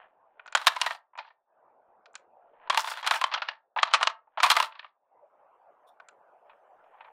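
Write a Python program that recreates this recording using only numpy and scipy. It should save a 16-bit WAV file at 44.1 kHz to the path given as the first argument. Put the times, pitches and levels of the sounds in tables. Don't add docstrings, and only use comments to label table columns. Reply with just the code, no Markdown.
import sys
import numpy as np
from scipy import signal
from scipy.fft import rfft, irfft
from scipy.io import wavfile
from scipy.ndimage import uniform_filter1d, minimum_filter1d

SR = 44100
rng = np.random.default_rng(int(sys.argv[2]) if len(sys.argv) > 2 else 0)


def store_wav(level_fs):
    pcm = np.round(np.clip(np.atleast_2d(level_fs), -1, 1) * 32767)
    wavfile.write(sys.argv[1], SR, pcm.T.astype(np.int16))


N = 313991
TAPS = 4096
HZ = np.fft.rfftfreq(TAPS, 1 / SR)
TIME_S = np.arange(N) / SR
BAND_LIMIT_HZ = 15600

# (time [s], level [dB], tilt above 750 Hz [dB/octave])
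AIR_DRIFT = [(.2, -65.5, -3.5), (1.75, -63, -3.5), (2.5, -60, -5.5), (4.9, -62.5, -5), (5.45, -62, -1),
             (7.1, -61.5, 1.5)]
# (frequency [Hz], relative level [dB])
AIR_SPECTRUM = [(30, -31), (100, -26), (200, -20.5), (320, -14), (450, -4.5), (620, 4), (880, 5.5),
                (1100, -2.5), (1500, -9), (2000, -20.5), (2700, -24.5), (3800, -43.5), (6000, -46),
                (15000, -48.5)]
# (peak time [s], peak level [dB], swell rate [dB/s])
BIN_SCUFFS = [(.005, -52, 298.5), (0.519, -61, 81.5), (2.67, -55.5, 122), (4.36, -72, 200),
              (6.52, -62.5, 299.5), (7.07, -58.5, 62)]
SCUFF_STOP_DB_PER_S = 220
# (frequency [Hz], relative level [dB])
BIN_SPECTRUM = [(30, -42), (110, -39), (250, -34), (400, -25.5), (500, -16), (630, -6.5), (1000, 1.5),
                (1400, -0.5), (2000, -4), (3200, -6), (4200, -9), (5500, -16.5), (8000, -23), (14000, -29)]
# (frequency [Hz], width [Hz], nominal lift [dB])
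BIN_SPOON_MODES = [(604, 81, 2.5), (683, 110, 3), (890, 32, 6), (975, 81, 2), (1145, 28, 1.5),
                   (1297, 20, 2), (1470, 30, 0.5), (1832, 80, 4), (2460, 87, 2), (3350, 74, 1),
                   (4080, 70, 3.5), (5243, 37, 3.5), (5942, 91, 2), (7000, 150, 3.5), (8150, 98, 3.5),
                   (8874, 150, 7.5), (9710, 50, 6)]
# (frequency [Hz], t60 [s])
ROOM_DECAY = [(200, .3), (500, .32), (1000, 0.29), (3000, 0.15), (7000, 0.09), (14000, .18)]
# (time [s], level over 10 ms [dB], hardness 1-5 kHz [dB/octave], upper edge [Hz])
JAR_TICKS = [(.395, -45.5, 5, 2980), (.46, -46.5, -3.5, 7800), (.477, -45, 2, 6800),
             (0.525, -42.5, 1, 7045), (2.058, -54, 4, 6460), (2.142, -55, -5, 9580), (2.154, -42, 5, 8200),
             (6.0, -47, -6.5, 6640), (6.086, -52, 2.5, 8530)]
TICK_DECAY_S, TICK_HOLLOW_HZ, TICK_CLACK_HZ = .028, 1450, 2420
# (time [s], nominal level [dB])
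CORNER_CHINKS = [(.467, -53), (0.524, -42.5), (0.553, -17.5), (1.177, -53), (2.133, -61), (2.154, -34),
                 (6.086, -45.5)]
# (frequency [Hz], level [dB], t60 [s])
CUBE_MODES = [(6300, -5, .012), (7100, 3.5, 0.011), (7840, -2, 0.0078)]
# (time [s], level over 10 ms [dB], rattle decay [s], hollow pitch [Hz],
# clack pitch [Hz], hardness 1-5 kHz [dB/octave], upper edge [Hz])
BIN_KNOCKS = [(.5501, -16.5, 0.043, 1490, 3190, -.5, 10500), (.573, -29.5, 0.031, 1600, 3800, 1.4, 9700),
              (.615, -37, .044, 1209, 4130, 0, 14000), (0.6691, -12.5, .027, 1140, 3740, 3, 15300),
              (0.678, -18.5, 0.032, 1670, 3100, 2.5, 13800), (0.7637, -29, 0.028, 1000, 2160, -1, 10400),
              (.815, -21, 0.024, 994, 2820, 7, 10300), (.831, -32, .08, 1000, 2860, -3.5, 13700),
              (.863, -23.5, 0.051, 1900, 3900, -1, 16000), (.908, -29, 0.026, 1810, 2590, -3.5, 8500),
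              (.948, -42.5, .052, 814, 4650, -1, 9000), (1.133, -56.5, .05, 1012, 2070, -10, 3100),
              (1.153, -47, 0.034, 980, 2350, -4, 2800), (1.176, -40, .04, 950, 2370, -4, 7600),
              (1.186, -33.5, 0.067, 854, 2410, -.5, 5400), (1.304, -56, .045, 1830, 2260, -6.5, 4100),
              (2.674, -44.5, .031, 961, 2840, -4.5, 4600), (2.6988, -18.5, .048, 1084, 3320, 0.5, 9100),
              (2.728, -33, .029, 928.5, 2410, -2, 9900), (2.746, -27, 0.017, 1060, 3833, -0.3, 10400),
              (2.7744, -18, 0.02, 922, 2840, 1.6, 14000), (3.044, -32.5, .07, 1650, 2280, -2.5, 7200),
              (3.064, -24, 0.1, 1288, 4062, 0.8, 12700), (3.074, -23, 0.022, 1650, 3190, 3.5, 12910),
              (3.1103, -18, 0.028, 1360, 3780, -1, 11900), (3.138, -26, .06, 1723, 2350, -1.5, 16000),
              (3.157, -29.5, .036, 1030, 3010, -1, 16000), (3.214, -24, 0.023, 1040, 2700, -0.3, 13600),
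              (3.24, -19.5, .019, 1054, 3120, 0, 8600), (3.339, -23.5, 0.056, 1330, 3290, 3.5, 5996),
              (3.419, -27.5, 0.048, 1424, 2650, 0.6, 5250), (3.486, -27.5, 0.037, 1743, 2800, 2, 5300),
              (3.762, -23.5, 0.11, 916, 2633, -8, 4500), (3.787, -25.5, 0.028, 1680, 2067, 5, 3530),
              (3.8301, -15.5, 0.027, 1200, 3290, 0.9, 7770), (3.937, -15, 0.021, 1301, 3045, 3, 8680),
              (3.943, -15.5, .055, 1226, 2530, 1.1, 8500), (4.011, -25.5, .05, 1100, 2100, -5.5, 9700),
              (4.029, -19, 0.031, 1314, 2940, 1, 9100), (4.072, -18.5, 0.021, 1120, 2840, 3, 7390),
              (4.099, -36.5, 0.034, 1180, 3100, -1, 7800), (4.272, -58, .052, 842, 2450, -17, 3200),
              (4.374, -27.5, 0.061, 803, 3205, -5, 3900), (4.402, -24.5, 0.027, 1260, 2370, -1, 7300),
              (4.432, -13.5, 0.074, 1086, 2478, 2, 11910), (4.442, -19, 0.11, 1010, 2460, -1.5, 16000),
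              (4.463, -24.5, .027, 1140, 4290, 1.5, 13700), (4.501, -15.5, .05, 1270, 3230, 4.5, 16000),
              (4.514, -17, 0.044, 1120, 4140, 3, 16000), (4.566, -19, 0.039, 1185, 2040, 2.2, 16000),
              (4.569, -25, .04, 646, 2400, -9, 5000), (4.601, -18.5, 0.013, 1025, 2820, 0, 16030),
              (4.627, -29, .023, 1010, 2710, 3, 16000), (4.723, -50.5, .026, 1169, 2630, 6, 3700),
              (4.753, -48.5, .033, 1107, 2730, 2, 4300), (4.794, -40, 0.02, 1794, 2560, 6.5, 4183),
              (4.828, -51, 0.03, 1870, 2335, 0.5, 3376), (4.845, -43.5, .033, 1177, 2880, -0.3, 3590),
              (6.495, -51.5, .085, 993, 2530, -2, 3600), (6.84, -62.5, .04, 1006, 2500, -3.5, 3600),
              (7.007, -45.5, .055, 880, 2560, -1, 3390), (7.045, -51, .065, 906, 2350, -1, 3800)]
LEAD_IN_S, LEAD_IN_DB, LEAD_IN_DECAY_S = .0055, -21, 0.062
# (start [s], length before release [s], grating [dB], dry fizz [dB], jostle upper edge [Hz])
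SPOON_STROKES = [(0.551, 0.27, -49, -59.5, 12000), (0.794, .14, -45, -56, 12000),
                 (1.187, .10, -60, -110, 3100), (2.709, 0.069, -39, -58.5, 10000),
                 (2.769, .035, -32.5, -37.5, 16000), (2.838, 0.085, -39, -44.5, 16000),
                 (2.929, 0.075, -43.5, -60, 14000), (3.025, 0.072, -42, -62.5, 8000),
                 (3.099, 0.067, -36.5, -44.5, 16000), (3.181, 0.094, -43, -66.5, 12000),
                 (3.301, 0.088, -40.5, -97, 5300), (3.422, 0.11, -50.5, -100, 5300),
                 (3.763, .33, -46, -86, 7000), (4.374, 0.059, -46.5, -93, 7000),
                 (4.431, .215, -35.5, -48.5, 16000), (4.696, .17, -63, -112, 3200)]
BITE_S, RELEASE_DB_PER_S = 0.028, 518.5
# (frequency [Hz], relative level [dB])
FIZZ_SPECTRUM = [(1000, -30.5), (3000, -9.5), (5000, 5.5), (8000, -1), (11000, -7), (15000, -6)]
JOSTLES_PER_S, JOSTLE_DB, JOSTLE_SPREAD_DB, JOSTLE_DECAY_S = 45, 3.5, 4, 0.026
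JOSTLE_HOLLOW_HZ, JOSTLE_CLACK_HZ = (900, 1720), (2160, 3960)
SINK_ABOVE_DB, SINK_DEPTH_DB, SINK_HOLD_S, SINK_GLIDE_S = -52, 16, .17, 0.17
# (time [s], level [dB])
LAST_CUBE_RUB = [(5.86, -110), (5.872, -71.5), (5.892, -69), (5.91, -83), (5.97, -110)]
# (frequency [Hz], width [Hz], relative level [dB])
BOWL_MODES = [(3560, 300, 2), (5530, 160, -7.5), (9530, 130, -5), (14120, 151.6, -8.5)]


def amp(db):
    return 10 ** (np.asarray(db) / 20)


def unit(x):
    return x / np.sqrt(np.mean(x ** 2) + 1e-30)


def read(points, hz):
    table_hz, value = np.transpose(points)
    return np.interp(np.log(hz + 1), np.log(table_hz), value)


def follow(rows, t_s):
    table_s, *columns = np.transpose(rows)
    return [np.interp(t_s, table_s, column) for column in columns]


def add(mix, start_s, sound):
    part = mix[max(round(start_s * SR), 0):][:len(sound)]
    part += sound[:len(part)]


def colour(x, db):
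    log_gain = np.log(amp(np.maximum(db - db.max(), -100)))
    circle = np.concatenate([log_gain, log_gain[-2:0:-1]])
    response = np.fft.ifft(np.exp(np.conj(signal.hilbert(circle)))).real
    return signal.oaconvolve(x, response)[:len(x)]


def bump(centre_hz, width_hz):
    return 1 / (1 + (2 * (HZ - centre_hz) / width_hz) ** 2)


def roll_off(edge_hz, steepness=15):
    return -10 * np.log10(1 + (HZ / edge_hz) ** steepness)


def resonances():
    return sum(db * bump(hz, width_hz) for hz, width_hz, db in BIN_SPOON_MODES)


def grains(per_s, spread_db, ring_s=0.0011, facets=16):
    out = np.zeros(N)
    t_s = np.arange(TAPS // 8) / SR
    for _ in range(facets):
        size = amp(spread_db * np.minimum(rng.exponential(1, N), 4))
        slips = size * (rng.random(N) < per_s / facets / SR)
        ring = rng.standard_normal(len(t_s)) * np.exp(-t_s / ring_s)
        out += signal.oaconvolve(slips, ring)[:N]
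    return out - out.mean()


def air(patchy_db=4.0, pivot_hz=750):
    hz, t_s, bins = signal.stft(rng.standard_normal(N), SR, nperseg=1024, noverlap=768)
    patches = uniform_filter1d(rng.standard_normal(bins.shape), size=8, axis=0)
    patches = unit(uniform_filter1d(patches, size=8, axis=1))
    octaves = np.log2(np.clip(hz, pivot_hz, 3500) / pivot_hz)
    tilt_db = np.outer(octaves, follow(AIR_DRIFT, t_s)[1])
    bins = bins * amp(read(AIR_SPECTRUM, hz)[:, None] + tilt_db + patchy_db * patches)
    noise = signal.istft(bins, nperseg=1024, noverlap=768)[1][:N]
    return amp(follow(AIR_DRIFT, TIME_S)[0]) * unit(noise)


def drag(edge_hz=3100, tilt_db_per_octave=-4.0):
    shape_db = read(BIN_SPECTRUM, HZ) + resonances() + roll_off(edge_hz)
    shape_db = shape_db + tilt_db_per_octave * np.log2(HZ + 1)
    curves_db = [peak_db - np.maximum(swell * (peak_s - TIME_S), SCUFF_STOP_DB_PER_S * (TIME_S - peak_s))
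                 for peak_s, peak_db, swell in BIN_SCUFFS]
    level_db = np.max(curves_db, axis=0)
    return amp(level_db) * unit(colour(grains(per_s=900, spread_db=2.5), shape_db))


def kitchen(x, delay_s=0.019, treble_db=-6.5):
    count = SR // 2
    taps = rng.standard_normal(count) * (rng.random(count) < 4000 / SR)
    taps = taps * (np.arange(count) > delay_s * SR)
    hz, t_s, bins = signal.stft(taps, SR, nperseg=256)
    fade_db = -60 * t_s / read(ROOM_DECAY, hz)[:, None]
    tail = signal.istft(bins * amp(fade_db), SR, nperseg=256)[1]
    broad = np.sqrt(uniform_filter1d(abs(rfft(tail)) ** 2, size=200))
    tail_hz = np.fft.rfftfreq(len(tail), 1 / SR)
    tail = irfft(rfft(tail) / broad * amp(treble_db * np.log2(1 + tail_hz / 2000)))
    return signal.oaconvolve(x, tail[:SR // 3])[:N]


def knock(db, decay_s, hollow_hz, clack_hz, hardness, edge_hz, click=1.0, seat_s=.0006,
          hollow_db=10, hollow_width_hz=190, clack_db=8, clack_width_hz=240,
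          treble_hz=4500, treble_life=0.94, linger=0.95):
    t_s = np.arange(TAPS) / SR
    octaves = np.log2(np.clip(HZ, 1000, 5000) / 1000)
    noise = rng.standard_normal(TAPS)
    low = signal.lfilter(*signal.butter(2, treble_hz, fs=SR), noise)
    fade_db = -20 * (3 * t_s / max(decay_s, .005)) ** linger
    body = low * amp(fade_db) * (1 - np.exp(-t_s / seat_s))
    treble = .5 * (noise - low) * amp(fade_db / treble_life)
    rattle = body + treble
    rattle[0] += click
    broad_db = 10 * np.log10(uniform_filter1d(abs(rfft(rattle)) ** 2, size=34) + 1e-9)
    pitches_db = hollow_db * bump(hollow_hz, hollow_width_hz) + clack_db * bump(clack_hz, clack_width_hz)
    shape_db = read(BIN_SPECTRUM, HZ) + resonances() + pitches_db
    shape_db = shape_db + hardness * octaves + roll_off(edge_hz) - broad_db
    sound = colour(rattle, shape_db)
    return amp(db) * sound / np.linalg.norm(sound) * np.sqrt(SR / 100)


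def ticks():
    out = np.zeros(N)
    for start_s, db, hardness, edge_hz in JAR_TICKS:
        tick = knock(db, TICK_DECAY_S, TICK_HOLLOW_HZ, TICK_CLACK_HZ, hardness, edge_hz,
                     hollow_db=13, hollow_width_hz=330)
        add(out, start_s, tick)
    return out


def chinks(onset_s=0.00032):
    out = np.zeros(N)
    t_s = np.arange(TAPS) / SR
    for start_s, level_db in CORNER_CHINKS:
        size = rng.uniform(.98, 1.02)
        ring = sum(amp(db - 60 * t_s / t60_s) * np.sin(2 * np.pi * hz * size * t_s)
                   for hz, db, t60_s in CUBE_MODES)
        add(out, start_s, amp(level_db) * ring * (1 - np.exp(-(t_s / onset_s) ** 2)))
    return out


def knocks():
    out = np.zeros(N)
    for hit_s, db, decay_s, *tone in BIN_KNOCKS:
        add(out, hit_s, knock(db, decay_s, *tone))
        if any(start_s + BITE_S < hit_s < start_s + length_s for start_s, length_s, *_ in SPOON_STROKES):
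            add(out, hit_s - LEAD_IN_S, knock(db + LEAD_IN_DB, LEAD_IN_DECAY_S, *tone))
    return out


def stroke(start_s, length_s):
    age_s = TIME_S - start_s
    release = amp(-RELEASE_DB_PER_S * np.clip(age_s - length_s, 0, 1))
    return np.clip(age_s / BITE_S, 0, 1) * release


def slide(grate_edge_hz=4600, lift=0.47):
    grate_gain, fizz_gain = np.zeros((2, N))
    for start_s, length_s, grate_db, fizz_db, _ in SPOON_STROKES:
        push = stroke(start_s, length_s)
        grate_gain = np.maximum(grate_gain, amp(grate_db) * push)
        fizz_gain = np.maximum(fizz_gain, amp(fizz_db) * push)
    grate_shape_db = read(BIN_SPECTRUM, HZ) + lift * resonances() + roll_off(grate_edge_hz)
    fizz_shape_db = read(FIZZ_SPECTRUM, HZ) + resonances()
    grate = colour(grains(per_s=900, spread_db=2.5), grate_shape_db)
    fizz = colour(grains(per_s=1400, spread_db=3.5, ring_s=.0012), fizz_shape_db)
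    return grate_gain * unit(grate) + fizz_gain * unit(fizz)


def jostles(hardness=-0.46):
    out = np.zeros(N)
    for start_s, length_s, grate_db, _, edge_hz in SPOON_STROKES:
        count = max(round(length_s * JOSTLES_PER_S), 1)
        for k, (when, strength, hollow, clack) in enumerate(rng.random((count, 4))):
            db = grate_db + JOSTLE_DB + JOSTLE_SPREAD_DB * (2 * strength - 1)
            hollow_hz = np.interp(hollow, [0, 1], JOSTLE_HOLLOW_HZ)
            clack_hz = np.interp(clack, [0, 1], JOSTLE_CLACK_HZ)
            bump_sound = knock(db, JOSTLE_DECAY_S, hollow_hz, clack_hz, hardness, edge_hz,
                               hollow_db=11.5, clack_db=11)
            add(out, start_s + length_s * (k + when) / count, bump_sound)
    return out


def trailing(running_filter, x, seconds):
    size = max(round(seconds * SR), 1)
    return running_filter(x, size, origin=(size - 1) // 2)


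def sinking(ice, listen_s=.1, knee_db=4):
    level_db = 10 * np.log10(abs(uniform_filter1d(ice ** 2, round(listen_s * SR))) + 1e-12)
    calm = np.clip((SINK_ABOVE_DB - level_db) / knee_db + 1, 0, 1)
    held = trailing(minimum_filter1d, calm, SINK_HOLD_S)
    glided = trailing(uniform_filter1d, held, SINK_GLIDE_S)
    return amp(SINK_DEPTH_DB * (glided - 1))


def spoon(scratch_db=-24):
    bowl = amp(scratch_db) + sum(amp(db) * bump(hz, width_hz) for hz, width_hz, db in BOWL_MODES)
    ring = colour(rng.standard_normal(N), 20 * np.log10(bowl))
    return amp(follow(LAST_CUBE_RUB, TIME_S)[0]) * unit(ring)


def scene(room_db=-12):
    background = air()
    small = drag() + ticks() + chinks() + spoon()
    scooping = knocks() + slide() + jostles()
    near = scooping + small
    room = amp(room_db) * kitchen(near)
    return (near + room + background * sinking(scooping))[None]


def record(dry):
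    ceiling = .78
    gain = minimum_filter1d(ceiling / np.maximum(abs(dry), ceiling), size=81)
    held = dry * uniform_filter1d(gain, size=81)
    low_pass = signal.firwin(127, BAND_LIMIT_HZ, window=("kaiser", 8), fs=SR)
    return signal.oaconvolve(held, low_pass[None], "same")


dry = scene()
out = record(dry)
store_wav(out)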